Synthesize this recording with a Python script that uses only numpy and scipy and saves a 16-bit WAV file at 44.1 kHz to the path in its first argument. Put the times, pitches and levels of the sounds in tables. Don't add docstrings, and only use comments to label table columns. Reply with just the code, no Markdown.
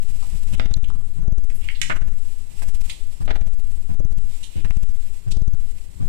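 import sys
import numpy as np
from scipy import signal
from scipy.fft import rfft, irfft
from scipy.io import wavfile
from scipy.ndimage import uniform_filter1d

SR = 44100
rng = np.random.default_rng(int(sys.argv[2]) if len(sys.argv) > 2 else 0)


def master_out(mix):
    frames = np.transpose(np.atleast_2d(mix))
    ceiling = np.clip(frames, -1, 1)
    pcm = np.round(ceiling * 32767).astype(np.int16)
    wavfile.write(sys.argv[1], SR, pcm)


N = 268431
TIME = np.arange(N) / SR

# start in seconds, level in dB, pitch in Hz, decay in seconds.
FOOT_IMPACTS = [(0.509, -25.5, 84.2, 0.11), (0.597, -17, 114.5, 0.021), (1.161, -24, 101, 0.037),
                (1.772, -38, 118, 0.14), (1.889, -20, 124.5, 0.015), (2.491, -42.5, 104, 0.037),
                (2.616, -16, 97, 0.0074), (3.201, -8.5, 92, 0.0072), (3.256, -17, 97, 0.023),
                (3.886, -16, 89.7, 0.02), (3.992, -22, 115.6, 0.029), (4.115, -29, 108, 0.026),
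                (4.552, -17.5, 84, 0.022), (4.641, -18, 84, 0.022), (5.258, -24, 106.1, 0.1),
                (5.997, -17.5, 97.5, 0.025)]
# start in seconds, level in dB, crack decay in seconds,
# lower and upper band edges in Hz, left over right in dB.
TREAD_KNOCKS = [(0.597, -8, 0.0025, 170, 3100, -6.5), (0.605, -9.5, 0.002, 200, 3400, -1),
                (1.898, -9, 0.0032, 306, 2400, -0.5), (1.903, -8, 0.0046, 1180, 2470, -8.5),
                (1.96, -31, 0.011, 790, 2210, -12), (2.621, -27, 0.0021, 297, 2350, -10),
                (3.278, -10, 0.0058, 302, 2800, -5.5), (3.306, -16.5, 0.0095, 406, 3070, -2.5),
                (3.356, -25, 0.0045, 605, 2940, -1), (1.246, -20.5, 0.061, 247, 770, 8),
                (4.002, -21.5, 0.01, 250, 680, 1), (4.647, -22.5, 0.006, 200, 2600, -8),
                (4.708, -16, 0.00076, 385, 2860, 8), (5.345, -21.5, 0.036, 287, 830, 2.5)]
# frequency in Hz, spectral level in dB.
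CRACK_SPECTRUM = [(200, 14.5), (400, 0.5), (650, -1), (1000, -7), (1700, 0), (2700, -5.5), (4000, -3),
                  (8000, -5)]
# frequency in Hz, level in dB, 60 dB decay time in seconds.
TREAD_MODES = [(355.4, 6.5, 0.15), (524, 1, 0.14), (631, 17, 0.099), (845, 3.5, 0.27), (1190, -37, 0.09),
               (1450, -36, 0.15), (1595, -34, 0.13), (1790, 1, 0.071), (1600, -34, 0.12), (1750, -4, 0.39),
               (1980, -18, 0.22), (2420, -16, 0.2), (2570, -15, 0.12), (2807, 9.5, 0.11), (3680, 10, 0.22)]
# start in seconds, level in dB, decay in seconds, resonance in Hz,
# treble trim in dB, left over right in dB.
GRIT_SCUFFS = [(0.226, -25, 0.003, 860, -8, -0.5), (0.524, -39, 0.029, 3100, -5, -17),
               (0.840, -34, 0.012, 3070, -6, -13.5), (0.902, -17, 0.00069, 1070, -13.5, -5.5),
               (1.5, -29.5, 0.0019, 2200, -5, -2), (1.541, -43.5, 0.015, 10600, -20, 6),
               (1.602, -45.5, 0.052, 2730, -12, -15), (1.687, -15, 0.0017, 2470, -27, -7.5),
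               (1.745, -42, 0.02, 3570, -43, -14), (1.815, -8.5, 0.0031, 2460, 0, -8.5),
               (2.896, -21.5, 0.0035, 2770, 1, -5.5), (2.897, -29.5, 0.0065, 3630, -8, -21),
               (4.270, -59.5, 0.072, 3900, -18, -17), (4.429, -33.5, 0.011, 3670, 2, -12.5),
               (4.519, -47, 0.15, 2960, -33, -13.5), (5.306, -30, 0.0073, 3230, 4.5, -12.5),
               (5.311, -30.5, 0.019, 4260, 2.5, -7.5)]
# start in seconds, level in dB, pitch in Hz, ring time in seconds.
PART_TICKS = [(0.739, -5.5, 7030, 0.004), (0.741, -7.5, 4080, 0.01)]
# start in seconds, swing in dB, rise in seconds,
# jolted and settling rates in Hz, fade in dB per second.
CAMERA_JOLTS = [(-0.174, -5.5, 0.21, 6.67, 7.4, 54.5), (0.301, -3.5, 0.13, 11.1, 10.3, 37.5),
                (0.484, 7.5, 0.13, 8.53, 8.35, 51.5), (1.191, 11.5, 0.0696, 10.85, 8.05, 94.5),
                (1.655, -12, 0.033, 9.7, 6, 27), (1.914, 0, 0.047, 8.8, 9.3, 50),
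                (2.499, 2, 0.21, 7.76, 7.9, 195), (2.939, -11, 0.081, 9, 4.9, 350),
                (3.215, 4.5, 0.059, 10.1, 8.56, 37), (3.899, 6.5, 0.089, 9.5, 7.7, 76.5),
                (4.555, 8, 0.13, 9.72, 7.93, 71), (5.276, 11, 0.064, 10.1, 8.2, 92),
                (5.996, -5.5, 0.064, 8, 8, 65.5)]
# centre in seconds, level in dB, half length in seconds.
FINGER_SHIFTS = [(0.35, 7, 0.015), (1.66, -7.5, 0.037), (2.42, -6, 0.019), (3.07, -20, 0.018)]
# frequency in Hz, spectral level in dB.
GRIP_SPECTRUM = [(5, -10.5), (20, 2), (40, -7.5), (70, -14.5), (120, -20.5), (200, -31.5), (400, -47),
                 (1500, -60), (6000, -100)]
# centre in seconds, level in dB, half length in seconds.
LEG_SWISHES = [(0.08, 5.5, 0.069), (0.27, 6.5, 0.14), (0.53, 11.5, 0.086), (1.576, 1.5, 0.24),
               (2.43, -1, 0.84), (2.75, 12.5, 0.12), (3.4, 0, 0.25), (4.29, 1.5, 0.39), (4.746, 10, 0.12),
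               (5.07, 1, 0.12), (5.62, -0.5, 0.33)]
# centre in Hz, width in Hz, level in dB.
HOLLOW_BANDS = [(2710, 560, -7), (5180, 550, -11)]
# frequency in Hz, spectral level in dB.
CLOTH_SPECTRUM = [(500, -13), (950, -8), (1400, -14.5), (2000, -4.5), (2700, -4.5), (4100, -5.5),
                  (5350, -7.5), (6300, -7), (7800, 5), (10100, -3.5), (11900, -5.5), (15500, -14.5)]
# frequency in Hz, left over right in dB.
CLOTH_BALANCE = [(1000, -21.5), (2500, -11.5), (4500, -14), (7500, -8), (10000, 0.5), (13000, 7)]
# frequency in Hz, 60 dB decay time in seconds.
TUNNEL_DECAY = [(100, 0.33), (300, 0.65), (800, 0.45), (2100, 0.39), (5500, 0.52), (12000, 0.39)]
# frequency in Hz, spectral level in dB.
AIR_SPECTRUM = [(30, -27), (100, -6.5), (350, 5), (600, -3.5), (1000, -13), (2500, -18), (6000, -32),
                (15000, -31)]
# frequency in Hz, coherence from 0 to 1.
MIC_COHERENCE = [(100, 0.97), (500, 0.61), (1000, 0.5), (2000, 0.24), (4000, 0.089)]


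def footfalls():
    out, t = np.zeros(N), np.arange(SR // 3) / SR
    for s, db, hz, decay in FOOT_IMPACTS:
        boom = np.sin(2 * np.pi * hz * t)
        puff = unit_rms(band(rng.standard_normal(len(t)), 86, 178.4))
        sole = unit_rms(band(rng.standard_normal(len(t)), 420, 1020, order=1))
        push = (1 - np.exp(-(t / 0.0055) ** 2)) * np.exp(-t / decay)
        add(out, s, amp(db) * push * (0.92 * boom + amp(-6.5) * puff + amp(-29.5) * sole))
    return out


def tread_clacks():
    out, t = np.zeros((2, N)), np.arange(SR // 4) / SR
    colour = amp(curve(CRACK_SPECTRUM, np.fft.rfftfreq(len(t), 1 / SR)))
    for s, db, decay, low_hz, high_hz, pan_db in TREAD_KNOCKS:
        crack = irfft(rfft(mic_noise(len(t))) * colour, len(t)) * np.exp(-t / decay)
        phases = rng.uniform(0, 2 * np.pi, len(TREAD_MODES))
        ring = sum(amp(level) * 1e-3 ** (t / t60) * np.sin(2 * np.pi * hz * t + phase)
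                   for (hz, level, t60), phase in zip(TREAD_MODES, phases))
        knock = 1.534 * crack + amp(-34.5) * np.array([-ring, ring])
        add(out, s, amp(db) * panned(pan_db) * band(knock, low_hz, high_hz, order=3))
    return out


def sole_scuffs():
    out, t = np.zeros((2, N)), np.arange(SR // 3) / SR
    for s, db, decay, hz, treble_db, pan_db in GRIT_SCUFFS:
        grains = rng.standard_normal((2, len(t))) * amp(5.1 * rng.standard_normal(len(t)))
        grains = unit_rms(grains) * (1 - np.exp(-t / (0.54 * decay))) * np.exp(-t / decay)
        sole = band(grains, hz / 1.305, hz * 1.195)
        fizz = 0.33 * amp(treble_db) * band(grains, 3550, 9020, order=3)
        add(out, s, 4 * amp(db) * panned(pan_db) * (sole + fizz))
    return out


def part_ticks():
    out, t = np.zeros(N), np.arange(SR // 10) / SR
    for s, db, hz, ring_s in PART_TICKS:
        envelope = (1 - np.exp(-t / 0.0001)) * 0.00078 ** (t / ring_s)
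        add(out, s, amp(db) * envelope * np.sin(2 * np.pi * hz * t))
    return out * panned(-21.0) * amp(-6.5)


def camera_wobble(jolt_s=0.15, hold_s=0.1, handover_s=0.074, relax_s=0.75):
    swing, strain = np.zeros((2, N))
    next_jolts = [row[0] for row in CAMERA_JOLTS[1:]] + [TIME[-1]]
    for (s, db, rise_s, jolt_hz, settle_hz, fade_db_per_s), end in zip(CAMERA_JOLTS, next_jolts):
        age = np.maximum(TIME - s, 0)
        fade_db = fade_db_per_s * np.maximum(age - rise_s - hold_s, 0)
        width = np.minimum(age / rise_s, 1) ** 2 * amp(db - fade_db)
        width *= np.clip((end - TIME) / handover_s + 1, 0, 1)
        cycles = jolt_hz * np.minimum(age, jolt_s) + settle_hz * np.maximum(age - jolt_s, 0)
        swing += width * np.sin(2 * np.pi * cycles)
        strain += width * np.exp(-age / relax_s)
    return swing, strain


def camera_handling():
    swing, strain = camera_wobble()
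    shared, right_only = unit_rms(coloured(rng.standard_normal((2, N)), GRIP_SPECTRUM))
    force = (0.16 + np.minimum(strain, 1.5) + swells(FINGER_SHIFTS)) * amp(3.64 * drift(hz=11))
    left = swing + amp(-18) * force * shared
    right = amp(-40.5) * swing + force * (amp(-50) * right_only - amp(-45.5) * shared)
    return np.array([left, right])


def cloth_rustle():
    hiss = unit_rms(coloured(rng.standard_normal((2, N)), CLOTH_SPECTRUM))
    hiss = np.array([coloured(channel, [(hz, side * db / 2) for hz, db in CLOTH_BALANCE])
                     for channel, side in zip(hiss, (1, -1))])
    rub = rng.standard_normal((2, N))
    hollow = sum(amp(db) * unit_rms(band(rub, hz - width / 2, hz + width / 2, order=1))
                 for hz, width, db in HOLLOW_BANDS)
    swish = swells(LEG_SWISHES)
    hiss *= np.hypot(amp(-1.5), swish)
    hollow *= amp(-4) * panned(-14.5) * swish
    return (hiss + hollow) * amp(-57 + 1.8 * drift(hz=70))


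def tunnel_echo(x):
    noise = mic_noise(SR) * [[-1], [1]]
    hz, t, bands = signal.stft(noise, SR, nperseg=256)
    decay = np.exp(-np.log(1000) * t / curve(TUNNEL_DECAY, hz)[:, None])
    tail = signal.istft(bands * decay, SR, nperseg=256)[1]
    t = np.arange(tail.shape[1]) / SR
    tail *= 1 - np.exp(-(t / 0.0066) ** 2)
    tail *= 1 + 2 * np.exp(-t / 0.013)
    return signal.fftconvolve(x, tail / np.linalg.norm(tail[0]), axes=1)[:, :N]


def tunnel_air():
    return amp(-58) * unit_rms(coloured(mic_noise(N), AIR_SPECTRUM))


def mic_noise(size):
    right, unrelated = rfft(rng.standard_normal((2, size)))
    coherence = curve(MIC_COHERENCE, np.fft.rfftfreq(size, 1 / SR))
    left = -coherence * right + np.sqrt(1 - coherence ** 2) * unrelated
    return irfft(np.array([left, right]), size)


def swells(rows):
    return np.sqrt(sum((amp(db) * np.exp(-((TIME - s) / half) ** 2 / 2)) ** 2 for s, db, half in rows))


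def drift(hz):
    points = rng.standard_normal(4096)
    return unit_rms(np.interp(TIME * hz, np.arange(len(points)), points))


def amp(db):
    return 10 ** (np.asarray(db) / 20)


def unit_rms(x):
    return x / np.sqrt(np.mean(x ** 2) + 1e-20)


def curve(points, hz):
    f, value = np.transpose(points)
    return np.interp(np.log(hz + 1), np.log(f + 1), value)


def coloured(x, spectrum):
    gain = amp(curve(spectrum, np.fft.rfftfreq(2 * N, 1 / SR)))
    return irfft(rfft(x, 2 * N) * gain)[..., :N]


def band(x, low_hz, high_hz, order=2):
    return signal.sosfilt(signal.butter(order, [low_hz, high_hz], "band", fs=SR, output="sos"), x)


def panned(db):
    return amp([[db / 2], [-db / 2]])


def add(mix, s, sound):
    part = mix[..., max(round(s * SR), 0):][..., :sound.shape[-1]]
    part += sound[..., :part.shape[-1]]


def scene():
    thud, clack, scuff = footfalls(), tread_clacks(), sole_scuffs()
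    thud = np.array([-1.7 * thud, thud])
    echo = tunnel_echo(amp(1.5) * thud + amp(0.5) * clack + amp(-3.0) * scuff)
    return thud + clack + scuff + echo + part_ticks() + cloth_rustle() + tunnel_air() + camera_handling()


def record(dry):
    look_ahead_s, threshold, step_hz, cutoff_hz = 0.003, 0.272, 6000, 15700
    clipped = np.clip(dry, -1, 1)
    level = uniform_filter1d(abs(clipped), size=280, axis=1).max(0)
    ahead = np.interp(TIME + look_ahead_s, TIME, level)
    gain = (1 + (ahead / threshold) ** 4) ** (-1 / 4)
    sawtooth = sum(np.sin(2 * np.pi * k * step_hz * TIME) / (np.pi * k) for k in (1, 2))
    gain += amp(1.5) * np.gradient(gain) * SR / step_hz * sawtooth
    low_pass = signal.firwin(255, cutoff_hz, window=("kaiser", 8), fs=SR)
    return signal.oaconvolve(clipped * gain, low_pass[None], "same", axes=1)


dry = scene()
out = record(dry)
master_out(out)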